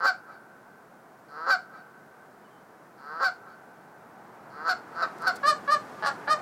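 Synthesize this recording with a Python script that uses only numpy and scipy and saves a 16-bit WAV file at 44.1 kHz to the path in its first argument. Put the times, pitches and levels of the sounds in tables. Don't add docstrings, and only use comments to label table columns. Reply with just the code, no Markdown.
import sys
import numpy as np
from scipy import signal
from scipy.fft import rfft, irfft
from scipy.io import wavfile
from scipy.ndimage import uniform_filter1d

SR = 44100
rng = np.random.default_rng(int(sys.argv[2]) if len(sys.argv) > 2 else 0)


def to_wav(s):
    ch = np.atleast_2d(s).T
    pcm = np.round(np.clip(ch, -1, 1) * 32767)
    wavfile.write(sys.argv[1], SR, pcm.astype(np.int16))


N = 282681
T = np.arange(N) / SR
FILTER_HZ = np.maximum(np.fft.rfftfreq(4096, 1 / SR), 1)


def from_db(db):
    return 10 ** (np.asarray(db) / 20)


def rms_one(x):
    return x / np.sqrt(np.mean(x ** 2) + 1e-20)


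def ramp(x):
    return np.clip(x, 0, 1)


def during(start, end):
    span = (T > start) & (T < end)
    return span, T[span]


def cut(x, hz, kind, order=4):
    return signal.sosfilt(signal.butter(order, hz, kind, fs=SR, output="sos"), x)


def causal(x, gain):
    cepstrum = irfft(np.log(gain + 1e-6))
    half = len(cepstrum) // 2
    cepstrum[1:half] *= 2
    cepstrum[half + 1:] = 0
    return signal.fftconvolve(x, irfft(np.exp(rfft(cepstrum))))[:len(x)]


def eq(x, points):
    hz, db = np.transpose(points)
    return causal(x, from_db(np.interp(np.log(FILTER_HZ), np.log(hz), db)))


def resonate(x, modes):
    power = sum(from_db(db) ** 2 / (1 + ((FILTER_HZ - hz) / (.78 * width)) ** 2) ** 2
                for hz, width, db in modes)
    return cut(causal(x, np.sqrt(power)), 477, "high", order=2)


def leveller(x, size=330):
    power = uniform_filter1d(uniform_filter1d(x ** 2, size), size)
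    return x / np.sqrt(np.maximum(power, 0) + 1e-12)


# f/Hz, gain/dB
HAZE_EQ = [(15, -67), (25, -34), (43, -22.5), (68, -28), (127, -6.5), (223, -2.5), (256, -5.5), (463, -4.5),
           (545, -3), (754, 6), (1230, 3), (1560, 0.5), (3620, -29.5), (14800, -42.5), (16000, -56.5)]
# t/s, rumble/dB, rush/dB, hiss/dB
HAZE_FADERS = [(0, -57.5, -57, -75), (2.8, -57.5, -56.5, -73), (3.9, -56, -55, -72.5),
               (4.6, -52.5, -50, -69.5), (5.3, -48.5, -47.5, -60.5), (5.9, -48.5, -48, -59.5),
               (6.41, -47.5, -42, -60.5)]
def haze(still_hiss_db):
    air = eq(rng.standard_normal(N), HAZE_EQ)
    rumble = cut(air, 480, "low")
    rush = cut(air, [400, 2600], "band")
    hiss = cut(cut(air, 3693, "high"), 11000, "low", order=1)
    times, *faders = np.transpose(HAZE_FADERS)
    bed = sum(from_db(np.interp(T, times, db)) * rms_one(band)
              for band, db in zip((rumble, rush, hiss), faders))
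    return bed + from_db(still_hiss_db) * rng.standard_normal(N)


# t/s, length/s, f/Hz, level/dB
PIPING = [(2.44, 0.047, 2930, -70.5), (2.5, 0.128, 3070, -71)]
def small_bird(slide_hz=232, slide_s=.014, sag_db_per_s=53.5):
    out = np.zeros(N)
    waver = 1 + .0074 * rms_one(cut(rng.standard_normal(N), 77, "low", order=2))
    for start, length, hz, level_db in PIPING:
        span, t = during(start, start + length)
        age = t - start
        pitch = (hz + slide_hz * np.exp(-age / slide_s)) * waver[span]
        fade = np.sqrt(2 * ramp(np.sin(np.pi * age / length)))
        tone = np.sin(2 * np.pi * np.cumsum(pitch) / SR)
        out[span] += from_db(level_db - sag_db_per_s * age) * fade * tone
    return out


# f/Hz, gain/dB
RETURN_EQ = [(200, -2.5), (750, 1.5), (1100, 1.5), (1550, -1.5), (2500, 4.5), (4600, -3.5), (8000, 4),
             (16000, -62.5)]
def street(x, walls, yard_db, yard_t60, houses_db, houses_s, houses_spread_s, tail_db, tail_t60):
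    t = T[:int(1.5 * SR)]
    noise = rng.standard_normal((3, len(t)))
    yard = noise[0] * from_db(-60 * t / yard_t60) * (t > .008)
    houses = noise[1] * np.exp(-.5 * ((t - houses_s) / houses_spread_s) ** 2)
    tail = noise[2] * from_db(-60 * t / tail_t60) * np.minimum(t / .05, 1)
    yard, houses, tail = (e / np.linalg.norm(e) for e in (yard, houses, tail))
    impulse = from_db(yard_db) * yard + from_db(houses_db) * cut(houses, 2100, "low", order=1)
    impulse += from_db(tail_db) * resonate(tail, [(800, 59, -6), (1470, 223, 2)])
    for delay, db in walls:
        impulse[int(delay * SR)] += from_db(db)
    return eq(signal.fftconvolve(x, impulse)[:N], RETURN_EQ)


# delay/s, gain/dB
ROOF_SLAPS = [(.0092, -12.5), (0.0285, -17.5), (.044, -31), (.068, -31)]
FLIGHT_SLAPS = [(0.0122, -15), (0.032, -18), (.043, -42.5), (.07, -22)]
def echoes(perched, flying):
    from_roof = street(perched, ROOF_SLAPS, yard_db=-9.5, yard_t60=.23, houses_db=-22, houses_s=.254,
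                       houses_spread_s=.026, tail_db=-23, tail_t60=5.06)
    from_air = street(flying, FLIGHT_SLAPS, yard_db=-6, yard_t60=.12, houses_db=-26, houses_s=.283,
                      houses_spread_s=.022, tail_db=-18, tail_t60=4.9)
    return from_roof + from_air


# f/Hz, gain/dB
FEATHER_EQ = [(200, -2), (1000, -4), (2800, -17), (4500, 2), (6500, -5.5), (8500, -3), (13000, -10),
              (16000, -20)]
# t/s, level/dB, half width/s
SWISHES = [(5.147, -102, 0.0039), (5.185, -54, 0.0022), (5.222, -52.5, 0.0042), (5.281, -38, 0.00256),
           (5.364, -46.5, 0.0063)]
def feathers():
    strokes = sum(from_db(db) * np.exp(-.5 * ((T - s) / width) ** 2) for s, db, width in SWISHES)
    return strokes * rms_one(eq(rng.standard_normal(N), FEATHER_EQ))


def syrinx(pitch, rough, jitter, shimmer_db, rasp, flutter, rasp_floor=.26, half_taps=8):
    n = len(pitch)
    tremble = rms_one(cut(rng.standard_normal(n), [40, 160], "band", order=2))
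    cycles = np.cumsum(pitch * (1 + flutter * tremble)) / SR
    closings = np.interp(np.arange(1, int(cycles[-1]) + 1), cycles, np.arange(n))
    chance = rng.uniform(-1, 1, (len(closings), 2))
    unrest = rough[closings.astype(int)]
    closings += chance[:, 0] * unrest * jitter * SR / pitch[closings.astype(int)]
    strength = from_db(shimmer_db * unrest * chance[:, 1])
    taps = closings.astype(int)[:, None] + np.arange(-half_taps, half_taps + 1)
    offset = taps - closings[:, None]
    click = np.sinc(offset) * np.cos(np.pi / 2 * offset / (half_taps + 1)) ** 2
    pulses = np.zeros(n)
    np.add.at(pulses, np.clip(taps, 0, n - 1), click * strength[:, None])
    puffs = np.cos(np.pi * cycles) ** 4 * rng.standard_normal(n)
    breath = np.sqrt(pitch / SR) * cut(puffs, 1460, "high", order=1)
    return pulses + rasp * (rough + rasp_floor) * breath, cycles


def windpipe_scatter(x):
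    for lag in (23, 41):
        loop = np.r_[1, np.zeros(lag - 1), -.5]
        x = signal.lfilter(loop[::-1], loop, x)
    return x


def call(t, pitch, level_db, treble_db, rough, throat, edge_db, attack_s, release_s, yelp=0, **grit):
    source, cycles = syrinx(pitch, ramp(rough * np.ones(len(t))), **grit)
    voice = resonate(source, throat)
    body = leveller(cut(voice, 2600, "low"))
    treble = leveller(windpipe_scatter(cut(voice, 2420, "high")), size=260)
    bite = from_db(np.clip(edge_db + .9 * (level_db + treble_db + 36), -22, 1))
    mellow = signal.sosfiltfilt(signal.butter(2, [3850, 6000], "band", fs=SR, output="sos"), treble)
    treble = mellow + bite * (treble - mellow)
    if yelp:
        sixth = np.exp(6 * 2j * np.pi * cycles)
        in_step = np.exp(1j * np.angle(np.vdot(sixth, treble)))
        treble = np.sqrt(1 - yelp) * treble + np.sqrt(2 * yelp) * (in_step * sixth).real
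    fade = ramp(np.minimum((t - t[0]) / attack_s, (t[-1] - t) / release_s))
    return fade * from_db(level_db) * (body + fade * from_db(treble_db) * treble)


def slack(t, start, length, crest=.51, half_width_s=.044):
    return 1 - np.exp(-((t - start - crest * length) / half_width_s) ** 2)


# f/Hz, width/Hz, gain/dB
FLIGHT_FORMANTS = [(594.5, 120, -5), (820, 140, 1.5), (1177.8, 59, 9), (1415, 47, 6), (1662, 170, 1.5),
                   (2270, 97, -16.5), (3150, 490, -16.5), (3890, 300, -8.5), (4355, 300, -2.5),
                   (4770, 480, -8), (5470, 814, -12.5), (8030, 2800, -21.5), (10650, 2400, -29)]
def wing_call(t, start, length, pitch, level_db, treble_db, treble_lag_s=.0072, **voicing):
    dip_db = 10 * slack(t, start, length)
    dulling_db = 23.5 * slack(t - treble_lag_s, start, length)
    return call(t, pitch, level_db - dip_db, treble_db - dulling_db,
                throat=FLIGHT_FORMANTS, edge_db=2, **voicing)


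# t/s, length/s, first f/Hz, second f/Hz, level/dB, relative treble/dB
CROAK_CUES = [(6.02, .094, 212.7, 287.5, -25.5, -10.5), (6.271, 0.0336, 278.8, 297.3, -26.5, -32)]
def croak(start, length, first_hz, second_hz, level_db, treble_db, step_s=.0127, fall_hz_per_s=517):
    out = np.zeros(N)
    span, t = during(start, start + length)
    since_step = t - start - length / 2
    pitch = first_hz + (second_hz - first_hz) * ramp(1 + since_step / step_s)
    pitch -= fall_hz_per_s * np.maximum(since_step, 0)
    out[span] = wing_call(t, start, length, pitch, level_db, treble_db, attack_s=.0063, release_s=.015,
                          rough=.33, jitter=.049, shimmer_db=21.5, rasp=.42, flutter=.0023)
    return out


# t/s, length/s, top f/Hz, level/dB, relative treble/dB
BLARE_CUES = [(5.429, 0.11, 613.6, -19.5, -9.5), (5.674, 0.1012, 610, -20.5, -13.5),
              (6.276, .080, 618, -20.5, -12.5)]
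def blare(start, length, hz, level_db, treble_db, bend=.135):
    out = np.zeros(N)
    span, t = during(start, start + length)
    pitch = hz * (1 - bend * slack(t, start, length))
    out[span] = wing_call(t, start, length, pitch, level_db, treble_db, attack_s=.00684, release_s=.024,
                          rough=.05, jitter=.1, shimmer_db=12, rasp=1, flutter=.008)
    return out


# f/Hz, width/Hz, gain/dB
GRUNT_FORMANTS = [(459, 119, -2), (744, 165, -4.5), (951, 65.4, -0.5), (1106, 126, 1), (1305, 89.3, 9),
                  (1535, 72, 6.5), (1825.5, 187, -10), (3030, 550, -29.5), (4220, 590, -16),
                  (4570, 530, -13.5), (5400, 980, -23), (7000, 720, -20.5), (11650, 2800, -30.5)]
def grunt(crack, lead_s, hz, jump, lead_db, peak_db, overhang_s):
    rise_hz_per_s, jump_lead_s, jump_glide_s = 185, .034, .01183
    surge_s, jolt_s = .03754, .0035
    out = np.zeros(N)
    span, t = during(crack - lead_s, crack + overhang_s)
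    held_back_db = 24 * ramp((crack - t) / lead_s) ** 2.7
    surge_age = t - crack + surge_s
    surge = .2 * ramp(surge_age / jolt_s) + .8 * ramp(surge_age / surge_s)
    pitch = hz + rise_hz_per_s * (t - crack)
    pitch *= jump ** ramp((t - crack + jump_lead_s) / jump_glide_s)
    level_db = lead_db - held_back_db + surge * (peak_db - lead_db)
    treble_db = -23.5 + .6 * held_back_db + 7.5 * surge
    rough = .172 + .388 * np.sqrt(surge)
    out[span] = call(t, pitch, level_db, treble_db, rough, GRUNT_FORMANTS, edge_db=-2.5,
                     attack_s=.00167, release_s=.012, jitter=.077, shimmer_db=1, rasp=1, flutter=.0014)
    return out


# f/Hz, width/Hz, gain/dB
HONK_FORMANTS = [(702, 58, -0.5), (1138, 94, -2), (1290, 127, 4), (1539, 158, 4), (1760, 230, -16),
                 (2280, 330, -22), (3260, 210, -30.5), (4324, 503, -14), (4800, 900, -21.5),
                 (5120, 550, -19.5), (7300, 960, -35), (11600, 3250, -38.5)]
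def honk(crack, length, hz, level_db, treble_db):
    pitch_fall, sag_db, brightest_at, clearing_s = .15, 7.5, .346, .012
    out = np.zeros(N)
    span, t = during(crack, crack + length)
    progress = (t - crack) / length
    spent = progress ** 2.1
    pitch = hz * (1 - pitch_fall * spent)
    dulling_db = 22 * (progress - brightest_at) ** 2
    rough = .17 + .43 * np.exp((crack - t) / clearing_s)
    out[span] = call(t, pitch, level_db - sag_db * spent, treble_db - dulling_db, rough, HONK_FORMANTS,
                     edge_db=.5, attack_s=.0097, release_s=.0086, yelp=.22,
                     jitter=.17, shimmer_db=13, rasp=.86, flutter=.004)
    return out


# length/s, f/Hz, level/dB, relative treble/dB
ROOF_CUES = [(0.058, 0.19, 180, 1.56, -32, -19.5, .012, .058, 788, -21, -10.5),
             (1.498, 0.22, 177.5, 1.56, -35, -22, 0.0202, .066, 787, -20.5, -11),
             (3.233, 0.26, 176.4, 1.56, -36.5, -22, 0.013, 0.067, 780, -23.5, -10),
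             (4.684, 0.1887, 169.2, 1, -37.5, -23.5, 0.013, 0.057, 755.5, -24, -8),
             (5.017, .070, 174.3, 1, -29, -31, .050, 0.039, 664.4, -24, -14),
             (5.262, 0.071, 174.8, 1, -32, -31, 0.045, 0.056, 759, -22.5, -10)]
def roof_calls():
    return sum(grunt(crack, *low) + honk(crack, length, hz, level_db, treble_db)
               for crack, *low, length, hz, level_db, treble_db in ROOF_CUES)


def scene():
    perched = roof_calls()
    flying = sum(blare(*cue) for cue in BLARE_CUES) + sum(croak(*cue) for cue in CROAK_CUES)
    goose = perched + flying + echoes(perched, flying) + feathers()
    return (goose + small_bird() + haze(still_hiss_db=-70.5))[None]


def record(dry):
    return signal.sosfilt(signal.ellip(10, .2, 80, 15900, fs=SR, output="sos"), dry)


dry = scene()
out = record(dry)
to_wav(out)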